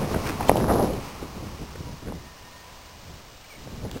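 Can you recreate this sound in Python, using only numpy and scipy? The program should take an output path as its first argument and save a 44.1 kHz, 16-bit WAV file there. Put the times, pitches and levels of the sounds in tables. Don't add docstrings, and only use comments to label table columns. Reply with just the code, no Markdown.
import sys
import numpy as np
from scipy import signal
from scipy.fft import rfft, irfft
from scipy.io import wavfile
from scipy.ndimage import uniform_filter1d

SR = 44100
rng = np.random.default_rng(int(sys.argv[2]) if len(sys.argv) > 2 else 0)


def log_audio(samples):
    frames = np.atleast_2d(samples).T
    limited = np.clip(frames, -1, 1)
    pcm = np.round(limited * 32767).astype(np.int16)
    wavfile.write(sys.argv[1], SR, pcm)


N = 176400
TIME = np.arange(N) / SR
FREQ_HZ = np.fft.rfftfreq(N, 1 / SR)
HOLD = 4


def undb(db):
    return 10 ** (np.asarray(db) / 20)


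def unit(x):
    return x / np.sqrt(np.mean(x ** 2))


def curve(rows):
    return np.interp(TIME, *np.array(rows).T)


def colour(eq):
    freq_hz, gain_db = np.array(eq).T
    return undb(np.interp(np.log(FREQ_HZ + 1e-9), np.log(freq_hz), gain_db))


def noise(eq):
    in_band = FREQ_HZ < SR / HOLD / 2
    return unit(irfft(rfft(rng.standard_normal(N)) * colour(eq) * in_band, N))


def walk(rate_hz):
    step = int(SR / rate_hz)
    levels = np.repeat(rng.standard_normal(N // step + 1), step)
    return unit(uniform_filter1d(uniform_filter1d(levels, step), step)[:N])


def swell(peak_s, half_width_s):
    return np.exp(-2 * np.minimum(((TIME - peak_s) / half_width_s) ** 2, 20))


def bursts(hits, eq, grain_db):
    grain = undb(grain_db * np.minimum(walk(600), 2))
    envelope = sum(undb(level_db) * swell(peak_s, half_width_s) for peak_s, half_width_s, level_db in hits)
    return unit(noise(eq) * grain) * envelope


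def buffeting(eddies_per_s=1800, spread_db=2.5, flutter_db=1.33):
    # time_s, level_db
    gust_before = [(0.0, -26.5), (0.168, -27), (0.18, -27.5), (0.386, -31.5), (0.48, -27.5)]
    gust_after = [(0.55, -25), (0.84, -22.5), (0.9, -24.5), (0.93, -32.5), (0.95, -29.5), (1.12, -51.5),
                  (1.23, -33.5), (1.31, -44), (1.37, -33.5), (1.59, -39), (1.63, -32.5), (1.68, -49),
                  (1.75, -39), (1.94, -38), (1.96, -51), (2.11, -32.5), (2.35, -53), (2.39, -50.5),
                  (2.62, -66), (2.75, -52), (2.8, -63), (3.11, -45), (3.53, -63.5), (3.59, -44.5),
                  (3.75, -36.5), (3.79, -38.5), (3.85, -33.5), (3.92, -39.5), (3.97, -34), (4.0, -41)]
    # freq_hz, gain_db
    buffet_eq = [(20, -4.5), (45, -1), (75, 0), (120, 0), (200, -1), (450, -8.5), (750, -14), (1100, -23),
                 (1600, -31.5), (2500, -40.5), (4500, -36)]
    reference_db, pivot_hz, brightest_hz = -29.5, 157, 810
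    gust_db = curve(list(gust_before) + list(gust_after))
    tilt_db_per_octave = 0.31 * (gust_db - reference_db)
    kicks = (rng.random(N) < eddies_per_s / SR) * np.sign(rng.standard_normal(N))
    strength = undb(spread_db * np.minimum(rng.exponential(size=N), 3))
    eddies = unit(irfft(rfft(kicks * strength) * colour(buffet_eq), N))
    spectrum = rfft(eddies)
    out = np.zeros(N)
    for centre_hz in 20 * 2 ** (np.arange(17) / 2):
        band = np.maximum(1 - 2 * np.abs(np.log2((FREQ_HZ + 1e-9) / centre_hz)), 0)
        octaves = np.log2(np.clip(centre_hz, pivot_hz / 2, brightest_hz) / pivot_hz)
        out += irfft(spectrum * band, N) * undb(tilt_db_per_octave * octaves)
    return out * undb(gust_db + flutter_db * walk(50))


def wake(spread_octaves=0.77, rough_db=2):
    # time_s, level_db, centre_hz
    roar = [(0.631, -50, 702.4), (0.677, -36, 679.3), (.705, -19.5, 631), (.74, -30, 517.5),
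            (.785, -23.5, 442.4), (0.862, -30, 391.3), (.92, -32, 357), (1.052, -72, 302)]
    time_s, level_db, centre_hz = np.array(roar).T
    octaves = np.log2((FREQ_HZ + 1) / centre_hz.max())
    hump = np.exp(-(octaves / spread_octaves) ** 2 / 2)
    eddies = unit(irfft(rfft(rng.standard_normal(N)) * hump, N))
    speed = np.interp(TIME, time_s, centre_hz) / centre_hz.max()
    swept = np.interp(np.cumsum(speed), np.arange(N), eddies)
    envelope = np.interp(TIME, time_s, undb(level_db), left=0, right=0)
    return swept * envelope * undb(rough_db * walk(200))


def pops(rebound=0.44):
    # peak_s, level_db, centre_hz
    eddies = [(0.048, -29, 475), (.1446, -13, 600), (.4958, 6.5, 670), (.503, -11, 560), (0.5168, -6, 540),
              (0.5583, -7, 520), (0.57, -11.5, 584), (0.5797, -11.5, 527), (.603, -17, 850),
              (0.643, -12.5, 910), (0.7163, -12, 620), (0.7597, -9.5, 397), (.82, -16, 477),
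              (1.2284, -23.5, 363), (1.3843, -27, 360), (2.113, -30, 218), (2.1235, -22, 644),
              (3.6748, -31, 525), (3.8515, -22.5, 480), (3.8562, -29, 520)]
    out = np.zeros(N)
    for peak_s, level_db, centre_hz in eddies:
        swing = np.clip(np.pi * centre_hz * (TIME - peak_s), -10, 10)
        out += undb(level_db) * (2 * swing ** 2 - 1 + rebound * swing) * np.exp(-swing ** 2)
    return out


def puffs():
    # peak_s, half_width_s, level_db
    hits = [(.048, 0.0093, -25), (.147, 0.0068, -19.5), (.162, 0.01, -27), (.612, 0.0047, -19),
            (1.228, 0.015, -34.5), (1.622, 0.0056, -39), (1.759, 0.0064, -34), (2.03, 0.013, -42),
            (2.086, 0.025, -35.5), (3.675, 0.0041, -35), (3.853, 0.011, -38), (3.897, .004, -33),
            (3.968, 0.023, -35.5)]
    # freq_hz, gain_db
    puff_eq = [(60, -24), (180, 1), (420, 1.5), (900, -18.5), (1500, -14.5), (2500, -24), (4500, -57)]
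    return bursts(hits, puff_eq, grain_db=3)


def rush(flicker_db=1):
    # time_s, level_db
    fade = [(0, -35.5), (.25, -35.5), (.45, -34), (.65, -42), (.85, -40.5), (1.1, -39.5), (1.5, -45.5),
            (2.1, -50), (2.75, -52), (3.3, -54.5), (4, -52)]
    # freq_hz, gain_db
    rush_eq = [(150, 5), (450, 1.5), (750, 2), (1100, 4.5), (1600, -8), (2400, -5), (3400, -12), (5400, -8)]
    return noise(rush_eq) * undb(curve(fade) + flicker_db * walk(29.86))


def sail_rustle():
    # peak_s, half_width_s, level_db
    hits = [(.266, .012, -29.5), (.292, 0.017, -33.5), (.322, 0.014, -42), (.43, 0.014, -41)]
    # freq_hz, gain_db
    cloth_eq = [(400, -9), (1000, -2.5), (1600, 1), (2500, -4), (3700, -13), (5400, -6.5)]
    return bursts(hits, cloth_eq, grain_db=6.5)


def frame_rattle():
    # peak_s, half_width_s, level_db
    hits = [(.4095, 0.0081, -22.5)]
    # freq_hz, gain_db
    frame_eq = [(300, -25), (600, 1), (780, 2), (1100, -9), (2200, -24), (5000, -39)]
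    return bursts(hits, frame_eq, grain_db=-2.5)


def whistles():
    # peak_s, half_width_s, pitch_hz, bandwidth_hz, level_db
    tones = [(1.796, 0.35, 960, 40, -54), (2.437, 0.45, 1838, 14, -58), (2.747, .55, 993, 80, -56.5)]
    out = np.zeros(N)
    for peak_s, half_width_s, pitch_hz, bandwidth_hz, level_db in tones:
        phase = 2 * np.pi * pitch_hz * TIME
        tone = walk(bandwidth_hz) * np.cos(phase) + walk(bandwidth_hz) * np.sin(phase)
        out += undb(level_db) * swell(peak_s, half_width_s) * tone
    return out


def dry_ticks():
    # peak_s, half_width_s, level_db
    hits = [(.132, 0.0072, -37), (.489, 0.012, -29), (.571, .006, -31.5), (.724, 0.0018, -37),
            (.935, 0.0034, -37), (3.9145, 0.0022, -33), (3.93, .002, -41), (3.946, .008, -46),
            (3.97, 0.033, -48.5)]
    # freq_hz, gain_db
    tick_eq = [(1000, -2), (2000, -10), (3000, 0), (5400, -8)]
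    return bursts(hits, tick_eq, grain_db=1)


def bird(waver=0.012):
    # start_s, length_s, from_hz, to_hz, level_db
    notes = [(3.442, 0.014, 2320, 2230, -47), (3.5, 0.039, 2440, 2120, -44), (3.55, 0.016, 2200, 2270, -44)]
    wobble = 1 + waver * walk(400)
    out = np.zeros(N)
    for start_s, length_s, from_hz, to_hz, level_db in notes:
        progress = np.clip((TIME - start_s) / length_s, 0, 1)
        pitch_hz = (from_hz + (to_hz - from_hz) * progress) * wobble
        envelope = np.sqrt(np.abs(np.sin(np.pi * progress)))
        out += undb(level_db) * envelope * np.sin(2 * np.pi * np.cumsum(pitch_hz) / SR)
    return out


def background(hiss_db=-48, sway_db=0.77, whine_db=-64.5, whine_hz=2885):
    # freq_hz, gain_db
    hiss_eq = [(30, 10.5), (120, -6), (270, -8), (550, 2), (1000, -2.5), (1500, -3), (2500, -4.5),
               (3500, -4.5), (5400, -2.5)]
    hiss = noise(hiss_eq) * undb(hiss_db + sway_db * walk(4.66))
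    whine = undb(whine_db) * np.sqrt(2) * np.sin(2 * np.pi * whine_hz * TIME)
    return hiss + whine


def scene():
    wind = buffeting() + wake() + puffs() + pops()
    glider = rush() + sail_rustle() + frame_rattle() + whistles()
    hillside = dry_ticks() + bird() + background()
    return (wind + glider + hillside)[None]


def record(dry):
    hardness, top_hz = 12, 15800
    limited = dry / (1 + np.abs(dry) ** hardness) ** (1 / hardness)
    held = np.repeat(limited[:, ::HOLD], HOLD, axis=1)[:, :N]
    lowpass = signal.ellip(10, 0.05, 60, top_hz, fs=SR, output="sos")
    return signal.sosfiltfilt(lowpass, held)


dry = scene()
out = record(dry)
log_audio(out)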